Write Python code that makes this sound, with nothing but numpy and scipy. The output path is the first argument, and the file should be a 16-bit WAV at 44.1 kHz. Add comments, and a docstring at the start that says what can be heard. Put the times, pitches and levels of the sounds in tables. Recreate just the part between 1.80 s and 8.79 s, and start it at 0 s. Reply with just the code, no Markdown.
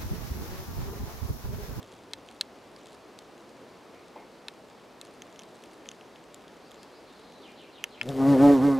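"""A hornet gnaws a weathered log close to the microphone, over the steady far rush of a garden. Fibres crack
under its jaws and feet; each splinter rings and shakes the log. Far birds chirp from 1.9 s, a dull knock sounds
at 2.4 s, a small bird whistles its song from 4.8 s. Two taps follow, the second with a softer contact; at 6.2 s
the wings open and the hornet takes off. Its wing strokes buzz, shed hiss and fan the microphone as it passes
left to right."""
import sys
import numpy as np
from scipy import signal
from scipy.fft import rfft, irfft, next_fast_len
from scipy.io import wavfile

SR = 44100
rng = np.random.default_rng(int(sys.argv[2]) if len(sys.argv) > 2 else 0)


def persist_wave(psi):
    """Save psi, clipped to +-1, as 16-bit WAV."""
    counts = np.round(np.clip(psi, -1, 1) * 32767).astype(np.int16)
    wavfile.write(sys.argv[1], SR, np.atleast_2d(counts).T)


N = 308259
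TIME = np.arange(N) / SR

# far rush: f/Hz, density/dB
RUSH_SPECTRUM = [(15, -58), (25, -32), (48, -12), (91, -16), (119, -9.5), (148, -9), (240, -1.5), (445, -1),
                 (1200, -10), (1490, -14), (2300, -17.5), (3000, -19.5), (4500, -22), (11200, -35.5),
                 (15500, -42.5)]
# low rumble: f/Hz, density/dB
RUMBLE_SPECTRUM = [(50, -13), (80, -12), (110, 7), (140, -25), (300, -41)]
# difference between the two microphone ports: f/Hz, side re mid/dB
PORT_SPECTRUM = [(100, -11.5), (600, -15), (1300, -12.5), (1850, -11.5), (2300, -11), (2850, -12),
                 (4000, -13.5), (8000, -12), (15000, -20)]
# crack of a parting fibre: f/Hz, density/dB
CRACK_SPECTRUM = [(800, -31), (2500, 10), (5000, 6.5), (7000, 10.5), (8500, -0.5), (10000, 6.5),
                  (12500, -2.5), (15500, -11)]
# modes of the dry log: f/Hz, level/dB, t60/s
LOG_MODES = [(930, -19.5, 0.023), (1370, -15.5, 0.017), (1770, -12.5, 0.022), (2130, -14, 0.027),
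             (2637, -13, 0.029), (3050, -26, 0.036), (3267, -15, 0.031), (4760, -49, 0.021),
             (5090, -12, 0.012)]
# jaw and foot work: t/s, length/s, base tick rate/Hz, base level/dB
WORK_BOUTS = [(0, .28, 76, -56), (.43, .12, 80, -55), (0.982, 0.17, 100, -55), (3.219, .16, 100, -55.5),
              (3.499, .16, 60, -52.5), (3.75, .2, 108, -55), (4.042, .12, 90, -59),
              (4.541, 0.57, 45, -57.5)]
# large fibres: t/s, splinter level/dB, f/Hz; relative to that: second mode/dB, crack/dB, log/dB
FIBRE_SNAPS = [(0.0288, -39.5, 3720, -10, -1, 0), (0.3346, -20.5, 4000, -10.5, -6, -6),
               (0.488, -37, 3130, -9, -9, -8), (0.611, -10, 4150, -15, -7, -11.5),
               (0.963, -39, 4730, -13, -5, -5), (1.3893, -34.5, 3900, -9, -0.5, -14),
               (2.6834, -22, 3830, -26, -8, -3.5), (3.2137, -30.5, 4000, -8, 1, -4.5),
               (3.4206, -33, 3200, -1.5, -4.5, -2), (3.5926, -35.5, 3140, 1, -1, -9),
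               (3.838, -40, 3000, -4, -1, -4), (4.0586, -40, 2610, -18, -12, -5),
               (4.0889, -27, 3200, -1, -11, -20), (4.115, -36, 3170, -2, -4, -6),
               (4.2107, -40, 2800, -15, -11, -6), (4.3591, -41, 3340, -15, -12, -2),
               (4.5443, -42, 3620, -1, 9.5, -7), (4.6803, -41, 3450, -10, -3, -5),
               (4.9163, -40, 3520, -8, 2, -2), (5.0311, -43.5, 4300, -6, 5, 2),
               (6.231, -34.5, 2020, -3, 5, -2), (6.2898, -27.5, 3660, -8.5, -2, -9)]
# stray far chirps: t/s, f/Hz, level/dB
BIRD_CHIRPS = [(1.86, 4300, -70), (2.124, 2100, -62), (2.33, 2120, -64), (2.51, 4330, -69)]
# arrivals of the knock: t/s, level/dB
KNOCK_ARRIVALS = [(2.355, -42.5), (2.361, -52), (2.4, -57)]
# dull knock: f/Hz, density/dB
KNOCK_SPECTRUM = [(150, -28), (350, -5), (500, 3.5), (680, -6), (880, 2), (1200, -21), (2300, -22),
                  (4000, -48)]
# taps before take-off: t/s, level/dB, f/Hz, crack/dB, modes/dB, side ring/dB, contact/s
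TAKEOFF_TAPS = [(6.0403, -15.5, 2860, -1.5, -4.5, -24, 0.00035), (6.2133, -15.5, 2480, -15, -0.5, -19, 0.0012)]
# wing beat rate, sagging in the climb: t/s, f/Hz
BEAT_CURVE = [(6.24, 119.8), (6.27, 122.9), (6.3, 142.9), (6.33, 131.5), (6.456, 136.1), (6.49, 142.4),
              (6.53, 140.3), (6.572, 126.3), (6.632, 143), (6.734, 140.9), (6.798, 125.0), (6.852, 143.2),
              (6.914, 139), (6.99, 130.7)]
# uneven up- and downstrokes: harmonic, level/dB
BODY_HARMONICS = [(3, -4.5), (4, -5.5), (5, -11)]
# wing flip at each turn: harmonic, level/dB
FLIP_HARMONICS = [(6, -2.5), (7, -6.5), (8, -7.5), (9, -11.5), (10, -27), (11, -14), (12, -38), (13, -15.5),
                  (14, -22), (15, -20), (16, -25.5)]
# air torn by the wings: f/Hz, density/dB
HISS_SPECTRUM = [(200, 13), (450, 23), (900, 10), (1400, 6.5), (2200, 3), (4200, 0), (6500, -4.5),
                 (10000, -8), (14000, -10.5), (16000, -34)]
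# downwash on the microphone: f/Hz, density/dB
WASH_SPECTRUM = [(10, -3), (30, 2), (70, -10), (150, 8), (400, -10), (2000, -59)]

FULL_BEAT_HZ = 141.9
OPEN_S, BEAT_S, OPEN_SHARE = 6.213, 6.251, .4   # shallow strokes, then full swing
LIFT_S, LIFT_RISE_S = 6.335, 0.078
PASS_S, CLOSEST_M, SPEED_M_PER_S, PAN_DB = 6.66, 0.065, 0.36, 1.5
WAKE_S, WAKE_WIDTH_S = 6.672, 0.065   # microphone under the wings


def from_db(db):
    """Decibels to gain."""
    return 10 ** (np.asarray(db) / 20)


def decay(t, t60_s):
    """Exponential decay."""
    return from_db(-60 * t / t60_s)


def ramp(start_s, length_s):
    """Linear rise from 0 to 1."""
    return np.clip((TIME - start_s) / length_s, 0, 1)


def unit_rms(x):
    """Scale to unit rms."""
    return x / np.sqrt(np.mean(x ** 2) + 1e-20)


def colour(x, spectrum):
    """Filter by a curve of f/Hz, gain/dB."""
    hz, db = np.transpose(spectrum)
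    size = next_fast_len(len(x))
    bins_hz = np.maximum(np.arange(size // 2 + 1) * SR / size, 1)
    gain = from_db(np.interp(np.log(bins_hz), np.log(hz), db))
    return irfft(rfft(x, size) * gain, size)[:len(x)]


def noise(spectrum, size=N):
    """Coloured noise, unit rms."""
    return unit_rms(colour(rng.standard_normal(size), spectrum))


def drift(corner_hz):
    """Slow random wander, unit rms."""
    hop, settle = 40, 2000
    pole = np.exp(-2 * np.pi * corner_hz * hop / SR)
    white = rng.standard_normal(N // hop + settle + 2)
    slow = signal.lfilter([1], [1, -2 * pole, pole * pole], white)[settle:]
    return np.interp(np.arange(N) / hop, np.arange(len(slow)), unit_rms(slow))


def ring(clicks, hz, t60_s):
    """Resonator: a unit click starts a decaying unit sine."""
    r, w = decay(1 / SR, t60_s), 2 * np.pi * hz / SR
    return signal.lfilter([0, np.sin(w)], [1, -2 * r * np.cos(w), r * r], clicks + 1e-18)


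def scatter(x, t60_s):
    """Dense decaying reflections, unit energy gain."""
    t = np.arange(int(t60_s * SR)) / SR
    echoes = rng.standard_normal(len(t)) * decay(t, t60_s)
    return signal.fftconvolve(x, echoes / np.linalg.norm(echoes))[:N]


def quadrature(x):
    """Shift every frequency by a quarter cycle."""
    return signal.hilbert(x, next_fast_len(N)).imag[:N]


def add(track, start_s, sound):
    """Mix a short sound into a track."""
    span = track[round(start_s * SR):][:len(sound)]
    span += sound[:len(span)]


def stereo(mid, side):
    """Mid and side to left and right."""
    return np.array([mid + side, mid - side])


def garden(rush_db=-51, swell_db=0.24, rumble_db=-65):
    """Even rush of far surroundings, nearly alike in both channels; a faint rumble fades."""
    mid, side = noise(RUSH_SPECTRUM), colour(noise(RUSH_SPECTRUM), PORT_SPECTRUM)
    rumble = from_db(rumble_db) * decay(TIME, t60_s=7) * noise(RUMBLE_SPECTRUM)
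    return from_db(rush_db + swell_db * drift(1)) * stereo(mid, side) + rumble


def snap(hz, second_db, crack_db, log_db, contact_s=0.00033, crack_trim_db=-5.5, spread_db=2):
    """A fibre parts with a crack; the splinter rings in two modes and shakes the log."""
    t = TIME[:1024]
    attack = 1 - np.exp(-t / contact_s)
    swing = attack * decay(t, t60_s=.003)
    modes = np.sin(2 * np.pi * hz * t) + from_db(second_db) * np.sin(2 * np.pi * 2.008 * hz * t)
    crack = np.sqrt(attack) * decay(t, t60_s=.0075) * noise(CRACK_SPECTRUM, len(t))
    out = swing / swing.max() * modes + from_db(crack_db + crack_trim_db) * crack
    for mode_hz, db, t60_s in LOG_MODES:   # each spot on the log drives the modes differently
        drive = from_db(log_db + db + spread_db * rng.standard_normal())
        out += drive * attack * decay(t, t60_s) * np.sin(2 * np.pi * (mode_hz * t + rng.random()))
    return out


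def rasp(idle_rate_hz=25, idle_db=-60.5, spread_db=3.6, clump_db=4):
    """Tiny fibres give way in uneven clumps, thickly during bouts of work."""
    out, clumps = np.zeros(N), from_db(clump_db * drift(15))
    for start_s, length_s, rate_hz, base_db in [(0, N / SR, idle_rate_hz, idle_db), *WORK_BOUTS]:
        working = (TIME > start_s) & (TIME < start_s + length_s)
        breaks = rng.random(N) < rate_hz * clumps / SR
        for s in TIME[working & breaks]:
            db = base_db + spread_db * min(rng.exponential(), 3)
            tick = snap(hz=rng.uniform(2800, 4600), second_db=-4, crack_db=0, log_db=-4)
            add(out, s, from_db(db) * tick)
    return out


def snaps():
    """Large fibres part one by one."""
    out = np.zeros(N)
    for s, db, hz, second_db, crack_db, log_db in FIBRE_SNAPS:
        add(out, s, from_db(db) * snap(hz, second_db, crack_db, log_db))
    return out


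def gnawing(tail_db=-17, side_db=-7):
    """Rasp and snaps, plus the taps, with faint reflections from the log and the post behind it."""
    tap_mid, tap_side = taps()
    direct = snaps() + rasp() + tap_mid
    mid = direct + from_db(tail_db) * scatter(direct, t60_s=0.033)
    side = from_db(side_db) * colour(quadrature(mid), PORT_SPECTRUM)   # ports differ in phase only
    return stereo(mid, side + tap_side)


def whistle(length_s, start_hz, end_hz, flutter_share=.095):
    """Gliding bird note with fast pitch flutter, loudest past its middle."""
    u = np.linspace(0, 1, int(length_s * SR))
    hz = start_hz * (end_hz / start_hz) ** u * (1 + flutter_share * drift(450)[:len(u)])
    swell = 3 * u ** .6 * (1 - u) ** .35
    return swell * np.sin(2 * np.pi * np.cumsum(hz) / SR)


def phrase(start_s, period_s, length_s, glide_hz, db, count, slowing_s=0):
    """One note repeated; each gap grows by slowing_s."""
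    out = np.zeros(N)
    for k in range(count):
        onset_s = start_s + k * period_s + slowing_s * k * (k - 1) / 2
        add(out, onset_s, from_db(db) * whistle(length_s, *glide_hz))
    return out


def birds(chirp_s=0.0687, chirp_rise=1.08, echo_s=.026, echo_db=-6.5):
    """Stray chirps, then high notes, a trill and falling slurs, echoed and blurred by trees."""
    song = phrase(4.8, period_s=.155, length_s=.0742, glide_hz=(4500, 4800), db=-63.5, count=3)
    song += phrase(5.25, period_s=.08, length_s=.07, glide_hz=(4750, 3580), db=-62.5, count=4)
    song += phrase(5.595, period_s=.155, length_s=.1, glide_hz=(4700, 2153), db=-56, count=4,
                   slowing_s=.012)
    for s, hz, db in BIRD_CHIRPS:
        add(song, s, from_db(db) * whistle(chirp_s, hz, hz * chirp_rise))
    song += from_db(echo_db) * np.interp(TIME - echo_s, TIME, song)
    mid = .75 * scatter(song, t60_s=.06) + .65 * scatter(song, t60_s=.6)
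    return stereo(mid, .2 * scatter(song, t60_s=.5))


def knock(t60_s=0.21):
    """A dull far knock arrives as a short smear of echoes."""
    envelope = sum((TIME > s) * from_db(db) * decay(np.abs(TIME - s), t60_s) for s, db in KNOCK_ARRIVALS)
    return envelope * noise(KNOCK_SPECTRUM)


def taps(second_db=-24):
    """Two taps as mid, the first hard and sharp, the second with a softer contact; a short 2.6 kHz ring,
    opposite in the two channels, as side."""
    mid, clicks = np.zeros(N), np.zeros(N)
    for s, db, hz, crack_db, modes_db, side_db, contact_s in TAKEOFF_TAPS:
        add(mid, s, from_db(db) * snap(hz, second_db, crack_db, modes_db, contact_s))
        clicks[round(s * SR)] = from_db(side_db)
    return mid, quadrature(ring(clicks, hz=2560, t60_s=.009))


def beat_hz():
    """Wing beat rate at each sample."""
    return np.interp(TIME, *np.transpose(BEAT_CURVE))


def flight_path():
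    """Straight pass: distance re the closest, and bearing from -1 (coming) to 1 (gone)."""
    along = (TIME - PASS_S) * SPEED_M_PER_S / CLOSEST_M
    distance = np.hypot(1, along)
    return distance, along / distance


def wing_gain(base_db, db_per_hz, perched_db, wake_db, behind_db):
    """Falls with distance, grows with beat rate; shifts on the log, in the wake and from behind."""
    distance, bearing = flight_path()
    perched = 1 - ramp(LIFT_S, LIFT_RISE_S)
    effort_hz = (beat_hz() - FULL_BEAT_HZ) * (1 - .5 * perched)
    swing = OPEN_SHARE * ramp(OPEN_S, .012) + (1 - OPEN_SHARE) * ramp(BEAT_S, 0.0067)
    wake = np.exp(-((TIME - WAKE_S) / WAKE_WIDTH_S) ** 2)
    db = base_db + db_per_hz * effort_hz + perched_db * perched + wake_db * wake + behind_db * bearing
    return swing * from_db(db) / distance


def wing_buzz(phase, waver_db=4.0, slip_rad=.04, burr_rad=.36):
    """Two strokes a beat make the buzz; harmonics waver as the body turns."""
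    beat = wing_gain(base_db=-31, db_per_hz=0.67, perched_db=-5.5, wake_db=4, behind_db=-5)
    stroke = wing_gain(base_db=-15, db_per_hz=0.43, perched_db=-15, wake_db=1.2, behind_db=-0.2)
    body = wing_gain(base_db=-26, db_per_hz=0.19, perched_db=-4, wake_db=7.5, behind_db=-1)
    flip = wing_gain(base_db=-34, db_per_hz=0.28, perched_db=-12.5, wake_db=0, behind_db=0.5)
    unsteady = np.clip((FULL_BEAT_HZ - beat_hz()) / 18, .2, 1)   # slow beats are ragged
    buzz = -stroke * from_db(unsteady * drift(40)) * np.cos(2 * phase)
    for harmonics, gain in (([(1, 0)], beat), (BODY_HARMONICS, body), (FLIP_HARMONICS, flip)):
        for k, db in harmonics:
            lag = k * k * np.pi / 7 + slip_rad * k * drift(12)   # flexing wings smear each stroke
            ragged = burr_rad * unsteady * np.sqrt(k) * drift(82)
            buzz -= gain * from_db(db + waver_db * drift(12.8)) * np.cos(k * phase - lag + ragged)
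    return buzz


def wings(jitter_share=.003, stroke_throb=0.47, beat_throb=0.29, bounce_db=-18):
    """Passing wings buzz, shed a puff of hiss each stroke and fan the microphone."""
    phase = 2 * np.pi * np.cumsum(beat_hz() * (1 + jitter_share * drift(49.2))) / SR
    buzz = wing_buzz(phase)
    air = wing_gain(base_db=-34, db_per_hz=0.35, perched_db=-2.5, wake_db=-0.5, behind_db=-0.5)
    downwash = wing_gain(base_db=-51, db_per_hz=1.5, perched_db=-3, wake_db=11, behind_db=10)
    puffs = 1 + stroke_throb * np.cos(2 * phase) + beat_throb * np.cos(phase)
    mid = np.sqrt(2) * buzz + air * puffs * noise(HISS_SPECTRUM) + downwash * noise(WASH_SPECTRUM)
    bounce = np.pad(buzz, (round(SR / 1000), 0))[:N]   # off the log, 1 ms later
    side = from_db(-25) * air * noise(HISS_SPECTRUM) + from_db(bounce_db) * bounce
    _, bearing = flight_path()
    return stereo(mid, side) * from_db(PAN_DB * bearing * np.array([[-.5], [.5]]))


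def scene():
    """The flight, plus the log and its surroundings slightly left."""
    return wings() + (garden() + birds() + knock() + gnawing()) * from_db([[.2], [-.2]])


def record(dry, cutoff_hz=15550):
    """Steep low-pass."""
    return signal.sosfilt(signal.ellip(10, .1, 80, cutoff_hz, fs=SR, output="sos"), dry)


dry = scene()
out = record(dry)
persist_wave(out)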